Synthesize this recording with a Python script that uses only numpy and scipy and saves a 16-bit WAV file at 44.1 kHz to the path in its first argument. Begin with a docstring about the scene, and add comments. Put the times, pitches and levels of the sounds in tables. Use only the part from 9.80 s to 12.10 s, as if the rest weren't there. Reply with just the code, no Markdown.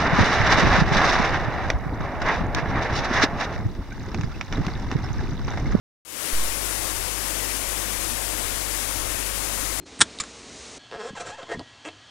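"""Seat belt and sun visor in a parked car

Two shots inside the cabin, belt then visor. The belt's steel tongue snaps into its buckle, then
rattles as the hand lets go and the webbing slides. A sun visor is folded down: its hinge sticks and
slips, from a slow creak to a squeak, and the panel knocks softly. A last short creak follows.
A hiss lies under it all; at the cut it turns quieter and slightly hollow."""
import sys
import numpy as np
from scipy import signal
from scipy.fft import rfft, irfft, next_fast_len
from scipy.io import wavfile

SR = 44100
rng = np.random.default_rng(int(sys.argv[2]) if len(sys.argv) > 2 else 0)


def transcribe(u):
    """Save the signal u as a 16-bit wav file named by the first command-line argument.

    u: samples, shape (n,) or (channels, n), limited to [-1, 1]; the rate is SR.
    q: integer samples, one column per channel.
    """
    v = np.clip(np.atleast_2d(u).T, -1, 1)
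    q = np.round(v * 32767).astype(np.int16)
    wavfile.write(sys.argv[1], SR, q)


N = 101429
T = np.arange(N) / SR
RING_T = np.arange(SR // 5) / SR  # time axis of one impact


# Modes of the housing and steel parts. Each row: pitch in Hz, level in dB, t60 in seconds.
STEEL_MODES = [(900, -10, .018), (1330, -8, .022), (1715, -4, .03), (2420, -7, .026), (3380, -5, .045),
               (3780, -2, .038), (5300, -5, .025), (5560, -6, .032), (6980, -3, .026), (7380, -6, .028),
               (7810, -2, .026), (8470, -3, .022), (8880, -3, .024), (9350, -1, .022)]
def strikes(contacts, colour, t60, ring_db, crack_db=-4):
    """Each contact of the tongue cracks in the plastic housing and rings the steel parts."""
    out = np.zeros(N)
    for start, db in contacts:
        ring = 0
        for hz, mode_db, mode_t60 in STEEL_MODES:
            envelope = amp(mode_db + rng.normal(0, 0.65)) * decay(mode_t60)
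            ring += envelope * np.sin(2 * np.pi * (hz * RING_T + rng.random()))
        crack = noise(colour, len(RING_T)) * decay(t60)
        add(out, start, amp(db) * (amp(crack_db) * crack + amp(ring_db) * ring))
    return out


# The tongue's plastic cover on the buckle. Each row: start in seconds, level in dB, pitch in Hz.
COVER_TAPS = [(.3872, -28.5, 3800), (0.424, -37.5, 1370), (0.432, -34, 1280), (0.4381, -31, 1300),
              (0.449, -35, 1310)]
def cover_taps():
    """The cover touches the buckle: short hollow ticks."""
    out = np.zeros(N)
    for start, db, hz in COVER_TAPS:
        ring = shaped_noise(lambda f: resonances([(hz, 0.2 * hz, 0)], f), len(RING_T))
        add(out, start, amp(db) * ring * decay(0.022))
    return out


# The tongue's contacts, going in and once latched. Each row: start in seconds, level in dB.
LATCH_HITS = [(.2055, -14), (.2105, -4.5), (.2149, 0.5), (.2188, -4), (.2235, -22), (.228, -22)]
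RATTLE_HITS = [(.4003, -18.5), (.4024, -14), (.406, -16), (.409, -19), (.4113, -34), (.416, -25.5),
               (.4372, -30)]
# Steel sliding in the slot. Each row: time in seconds, level in dB.
SCRAPE_LEVEL = [(.188, -93), (.192, -34), (.204, -41.5), (.212, -33), (.231, -27), (.235, -104)]
# Their spectra at the microphone. Each row: frequency in Hz, level in dB.
LATCH_COLOUR = [(100, -28), (300, -5.5), (550, -9), (900, 0), (1600, 3), (2300, -4.5), (3500, 2.5),
                (4700, -4), (6500, -2.5), (9000, 1.5), (10500, -9.5)]
RATTLE_COLOUR = [(100, -1), (750, -33), (1200, 4.5), (1700, -7), (2400, 1.5), (3000, -7.5), (3900, -2),
                 (5300, 0), (6400, -11), (7200, 13), (8300, -15), (10500, -14)]
SCRAPE_COLOUR = [(500, -24), (1500, -4), (6500, -15.5), (8600, 4.5), (9600, -18), (10500, -12.5)]
def buckle():
    """Down by the seat the tongue scrapes into the slot, latches, then shifts in the closed buckle."""
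    latch = strikes(LATCH_HITS, LATCH_COLOUR, t60=0.024, ring_db=-10.5)
    scrape = rubbing(SCRAPE_LEVEL, SCRAPE_COLOUR)
    rattle = strikes(RATTLE_HITS, RATTLE_COLOUR, t60=0.023, ring_db=-18.5)
    return latch + scrape + rattle + cover_taps()


# Resonances of the visor panel. Each row: centre in Hz, width in Hz, level in dB.
PANEL_MODES = [(496, 97, -8), (1257, 20, 1), (1656, 17, 3.5), (2664, 55, 2.5), (3223, 26, 13)]
def panel(f, delay_s=0.0012, at_hz=1000):
    """The panel's response: it rings, and low bending waves cross later, so a slip becomes a chirp."""
    bending = np.exp(-4j * np.pi * delay_s * np.sqrt(at_hz * f))
    return bending * (1 + resonances(PANEL_MODES, f))


# The bright part of the hinge's rubbing. Each row: frequency in Hz, level in dB.
RASP_COLOUR = [(500, -11.5), (3000, -3.5), (7500, 1), (10000, -11.5)]
def stick_slip(stroke, colour, rub_swing=0.23, rasp_db=-1):
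    """One pulse per slip of the hinge and some rubbing noise drive the visor panel."""
    rate, level_db, scatter, rub_db = curves(stroke)
    moving = (T >= stroke[0][0]) & (T <= stroke[-1][0])
    cycles = np.cumsum(rate * moving) / SR
    due = np.interp(np.arange(int(cycles[-1]) + 1), cycles[moving], np.flatnonzero(moving))
    i = due.astype(int)  # the sample at which each slip is due
    timing, strength = rng.standard_normal((len(due), 2)).T
    positions = due + timing * scatter[i] * SR / rate[i]
    slips = pulses(positions, np.sqrt(SR / rate[i]) * amp(1.86 * strength))
    swing = 1 + rub_swing * np.cos(2 * np.pi * cycles)
    rub = amp(rub_db) * moving * rng.standard_normal(N) * swing
    drive = (rub - slips) * amp(level_db)
    creak = filtered(drive, lambda f: minimum_phase(colour, f) * panel(f))
    rasp = filtered(rub * amp(level_db + rasp_db), lambda f: amp(along(RASP_COLOUR, f)))
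    stroke_rms = np.sqrt(np.mean((moving * amp(level_db)) ** 2))
    return unit(creak) * stroke_rms + rasp


# Strokes of the hinge. Each row: time in seconds, slips per second, level in dB,
# timing scatter in periods, rubbing in dB relative to the slips.
CREAK = [(1.1135, 97.4, -38.5, 0.023, -20), (1.15, 142, -37, 0.049, -14), (1.178, 228, -41, 0.016, -18),
         (1.198, 212, -37, .015, -13), (1.217, 204, -34, 0.012, -13), (1.228, 245, -44.5, 0.028, -2),
         (1.25, 230, -34.5, 0.04, -10), (1.278, 267, -41, 0.039, -1.5), (1.3, 275, -36, 0.035, -8)]
SQUEAK = [(1.352, 1073, -38, .015, -15), (1.375, 784, -35, 0.02, -6), (1.393, 738.8, -42, 0.073, -3),
          (1.408, 566.7, -41, .14, 9), (1.425, 630, -45.5, 0.067, 6.5), (1.438, 673.4, -43, .02, -20),
          (1.447, 607.6, -44.5, 0.11, -9), (1.468, 316.8, -40, 0.13, 4), (1.49, 340.7, -37, 0.13, -4),
          (1.507, 655, -45, 0.11, 6.5), (1.524, 830.6, -38.5, 0.017, -20), (1.545, 877, -37.5, 0.014, -20),
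          (1.567, 1046, -50.5, 0.022, -22), (1.587, 560.5, -37.5, 0.024, -18),
          (1.604, 493, -41, 0.044, -41), (1.628, 700, -41.5, 0.14, -12), (1.645, 900, -52.5, .06, -17),
          (1.675, 1072, -43.5, .03, -20)]
CHIRP = [(1.683, 330, -47, .08, -12), (1.697, 350, -37, .06, -14), (1.71, 300, -36, .04, -16),
         (1.719, 480, -27, .02, -18), (1.725, 720, -29, .03, -16), (1.731, 900, -34, .02, -16),
         (1.742, 985, -33, .02, -14), (1.749, 1100, -38, .05, -10)]
LAST_CREAK = [(2.047, 208.5, -43, 0.013, -8), (2.053, 271.4, -36, 0.022, -6),
              (2.062, 309.2, -34, 0.022, -30), (2.078, 321.6, -37, 0.013, -23),
              (2.087, 302.5, -38.5, 0.014, -10), (2.097, 308, -63, 0.054, -23)]
# The tone of each stroke going into the panel. Each row: frequency in Hz, level in dB.
CREAK_COLOUR = [(100, -18), (280, -4.5), (460, 5.5), (700, 0), (1100, -5), (1700, -5), (2500, -16.5),
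                (3300, -18), (5500, -18.5), (8000, -45), (10000, -39)]
SQUEAK_COLOUR = [(100, -9), (300, -4.5), (550, 6.5), (1000, -0.5), (1600, -0.5), (2200, -9), (3200, -13.5),
                 (5000, -17), (7000, -15), (10000, -36)]
CHIRP_COLOUR = [(100, -14), (400, 5), (700, 3.5), (1100, -9), (1850, 1.5), (2500, -15), (4000, -18.5),
                (7000, -25), (10000, -32)]
LAST_COLOUR = [(100, -18.5), (310, 7), (650, 2.5), (1200, -5.5), (2000, -3.5), (2800, -6), (4000, -25),
               (7000, -14), (10000, -25.5)]
def hinge():
    """Up by the windscreen the visor turns: a creak, a squeak, a rising chirp and a last creak."""
    return (stick_slip(CREAK, CREAK_COLOUR) + stick_slip(SQUEAK, SQUEAK_COLOUR)
            + stick_slip(CHIRP, CHIRP_COLOUR) + stick_slip(LAST_CREAK, LAST_COLOUR))


# Sharp ticks of the hinge. Each row: start in seconds, level in dB.
TICKS = [(1.1135, -33.5), (1.469, -39), (1.487, -37), (1.491, -34), (1.631, -31.5), (1.7945, -26),
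         (2.052, -32), (2.088, -32)]
# Their spectrum. Each row: frequency in Hz, level in dB.
TICK_COLOUR = [(200, -1), (700, 10.5), (1400, -2), (2700, 1), (3600, 3.5), (5300, -4), (6500, -24.5),
               (10000, -31)]
def hinge_ticks():
    """Single hard slips of the hinge."""
    out = np.zeros(N)
    for start, db in TICKS:
        add(out, start, amp(db) * noise(TICK_COLOUR, len(RING_T)) * decay(0.0065))
    return out


# Knocks of the buckle stalk and visor panel. Each row: start in seconds, level in dB, cutoff in Hz.
BUMPS = [(0.197, -26.5, 246), (0.218, -21.5, 345), (0.412, -41.5, 349), (1.302, -54, 402),
         (1.306, -28.5, 201), (1.331, -35.5, 248), (1.63, -34.5, 455), (1.745, -32.5, 350),
         (1.756, -35.5, 461), (1.773, -29, 180), (1.786, -32, 300), (1.795, -29.5, 860), (1.81, -33.5, 850)]
def bumps(low_hz=65):
    """Padded contacts: low thuds with a soft start."""
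    out = np.zeros(N)
    envelope = decay(0.053) * (1 - decay(0.0045))
    for start, db, top_hz in BUMPS:
        band = lambda f: f ** 2 / (f ** 2 + low_hz ** 2) / np.sqrt(1 + (f / top_hz) ** 10)
        add(out, start, amp(db) * shaped_noise(band, len(RING_T)) * envelope)
    return out


# Sliding webbing, handling rumble and the belt's first rustle. Each row: time in seconds, level in dB.
WEBBING_LEVEL = [(.05, -66), (.066, -51), (.55, -47.5), (.68, -48), (.78, -43.5), (.98, -44.5), (.992, -86)]
RUMBLE_LEVEL = [(0, -46.5), (.09, -73), (1.0, -70.5), (1.13, -71), (1.16, -46), (1.22, -78), (1.4, -56.5),
                (1.5, -54), (1.6, -71), (1.82, -50), (1.9, -85)]
RUSTLE_LEVEL = [(0, -49), (.04, -45), (.052, -62.5), (.1, -95)]
# Their spectra at the microphone. Each row: frequency in Hz, level in dB.
WEBBING_COLOUR = [(200, -26.5), (1000, -8), (3000, -8), (6500, -1), (10000, -12.5)]
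RUMBLE_COLOUR = [(25, -16.5), (65, -1), (150, -2.5), (300, -16), (900, -38.5), (4000, -77)]
RUSTLE_COLOUR = [(40, -12.5), (150, -13), (350, 14.5), (700, -9.5), (3000, -15.5), (8000, -30),
                 (10000, -42.5)]
def handling():
    """Close friction: the belt rustles dully, then slides with a hiss; handling adds a low rumble."""
    webbing = rubbing(WEBBING_LEVEL, WEBBING_COLOUR)
    rumble = rubbing(RUMBLE_LEVEL, RUMBLE_COLOUR)
    rustle = rubbing(RUSTLE_LEVEL, RUSTLE_COLOUR)
    return webbing + rumble + rustle


# Decay of the car's interior. Each row: frequency in Hz, t60 in seconds.
CABIN_T60 = [(100, 0.19), (500, .1), (3000, .08), (10000, 0.063)]
def cabin(x, wet_db):
    """The direct sound, with the padded cabin's short answer reaching the microphone just after it."""
    hz, t, spectrum = signal.stft(rng.standard_normal(SR // 4), SR, nperseg=256)
    fade = np.exp(-np.log(1000) * t / along(CABIN_T60, hz)[:, None])
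    tail = signal.istft(spectrum * fade, SR, nperseg=256)[1]
    tail = np.pad(tail, (SR // 400, 0))  # 2.5 ms late
    return x + amp(wet_db) * signal.fftconvolve(x, tail / np.linalg.norm(tail))[:N]


# The hiss behind the belt. Each row: time in seconds, level in dB.
BELT_HISS_LEVEL = [(.06, -47), (.28, -44.5), (.5, -45.5), (.98, -44.5), (.995, -62)]
# Spectra of the hiss behind the belt and the visor. Each row: frequency in Hz, level in dB.
BELT_HISS_COLOUR = [(15, -48), (25, -25.5), (59, -1.5), (164, -10.5), (264, 0), (322, -6.5), (458, -3),
                    (506, -8.5), (560, -7.5), (1640, -16.5), (2220, -13), (3400, -16), (3860, -13.5),
                    (6870, -26.5), (10000, -38), (13000, -60), (22000, -120)]
VISOR_HISS_COLOUR = [(25, -28), (60, -8), (110, 5), (190, -12.5), (270, 2), (400, -11.5), (750, -3),
                     (1100, -5.5), (1320, -4), (1460, -8.5), (2400, -8), (4500, -7.5), (5100, -12),
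                     (6600, -12), (8100, -19.5), (10000, -26.5)]
# Hollow peaks in the later hiss. Each row: centre in Hz, width in Hz, level in dB.
HISS_PEAKS = [(1661, 44, 1), (3060, 22, 3.5), (3240, 78, -2.5), (4200, 100, -17)]
CUT_S = 0.99
def hiss():
    """Each shot has its own steady hiss; at the cut it turns quieter and slightly hollow."""
    early = amp(curves(BELT_HISS_LEVEL)[0]) * noise(BELT_HISS_COLOUR)
    hollow = shaped_noise(lambda f: resonances(HISS_PEAKS, f))
    late = amp(-52.5) * noise(VISOR_HISS_COLOUR) + amp(-57) * hollow
    return early * fade_in(0.052, 0.012) + late * fade_in(CUT_S, 0.0042)


# Faint tones in the hiss. Each row: pitch in Hz, level in dB.
WHINE_TONES = [(1674, -69.5), (1916, -64), (2697, -67), (3176, -64.5), (3381, -63), (4312, -66),
               (4600, -72.5)]
def whine(width_hz=9.7):
    """Narrow bands of noise, heard as thin unsteady tones after the cut."""
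    out = np.zeros(N)
    for hz, db in WHINE_TONES:
        out += amp(db) * shaped_noise(lambda f: resonances([(hz, width_hz, 0)], f) ** 2)
    return out * (T > CUT_S)


# A thin tone. One row: start in seconds, pitch in Hz, level in dB, t60 in seconds.
OPENING_TONE = (0, 4212, -58, 1.7)
def opening_tone():
    """A faint, brief 4.2 kHz tone at the very start."""
    out = np.zeros(N)
    start, hz, db, t60 = OPENING_TONE
    add(out, start, amp(db) * decay(t60) * np.sin(2 * np.pi * hz * RING_T))
    return out


def rubbing(level, colour):
    """Smooth friction noise that follows a movement."""
    return amp(curves(level)[0]) * noise(colour)


def amp(db):
    """Decibels to gain."""
    return 10 ** (np.asarray(db) / 20)


def unit(x):
    """Scaled to rms 1."""
    return x / np.sqrt(np.mean(x ** 2) + 1e-20)


def along(points, hz):
    """(Hz, value) points interpolated on a log axis."""
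    f, values = np.transpose(points)
    return np.interp(np.log(hz + 1), np.log(f + 1), values)


def curves(rows):
    """One value per sample for each column after the time."""
    times, *columns = np.transpose(rows)
    return [np.interp(T, times, column) for column in columns]


def filtered(x, response):
    """x through a complex frequency response."""
    size = 2 * next_fast_len(len(x) // 2 + SR // 10)
    return irfft(rfft(x, size) * response(np.fft.rfftfreq(size, 1 / SR)), size)[:len(x)]


def minimum_phase(colour, hz):
    """Causal response with the given colour."""
    cepstrum = irfft(np.log(amp(along(colour, hz))))
    half = len(cepstrum) // 2
    cepstrum[1:half] *= 2
    cepstrum[half + 1:] = 0
    return np.exp(rfft(cepstrum))


def resonances(rows, f):
    """Response of a set of damped resonances."""
    return sum(amp(db) * 1j * f * width / (hz * hz - f * f + 1j * f * width) for hz, width, db in rows)


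def shaped_noise(response, size=N):
    """Noise through a frequency response, at rms 1."""
    return unit(filtered(rng.standard_normal(size), response))


def noise(colour, size=N):
    """Coloured noise of rms 1."""
    return shaped_noise(lambda hz: amp(along(colour, hz)), size)


def pulses(positions, heights):
    """Impulses placed between samples as windowed sincs."""
    samples = positions.astype(int)[:, None] + np.arange(-7, 9)
    offset = samples - positions[:, None]
    shape = np.sinc(offset) * np.cos(np.pi * offset / 16) ** 2
    return np.bincount(samples.ravel(), (shape * heights[:, None]).ravel(), N)


def decay(t60):
    """An exponential fall of 60 dB in t60 seconds."""
    return np.exp(-np.log(1000) * RING_T / t60)


def fade_in(start_s, length_s):
    """A straight rise from 0 to 1."""
    return np.clip((T - start_s) / length_s, 0, 1)


def add(track, start_s, sound):
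    """Mix a sound into the track."""
    part = track[round(start_s * SR):][:len(sound)]
    part += sound[:len(part)]


def scene():
    """Two shots in mono: the buckle nearly dry, then the visor with more of the cabin."""
    belt = buckle()
    visor = hinge() + hinge_ticks()
    close = bumps() + handling()
    mono = cabin(belt, wet_db=-21) + cabin(visor + opening_tone(), wet_db=-6) + close + hiss() + whine()
    return np.array([mono, mono])


def record(dry, ceiling=0.8, top_hz=9900):
    """The recorder clips the loudest peaks and cuts the top treble steeply."""
    lowpass = lambda hz: 1 / np.sqrt(1 + (hz / top_hz) ** 120)
    return np.array([filtered(channel, lowpass) for channel in np.clip(dry, -ceiling, ceiling)])


dry = scene()
out = record(dry)
transcribe(out)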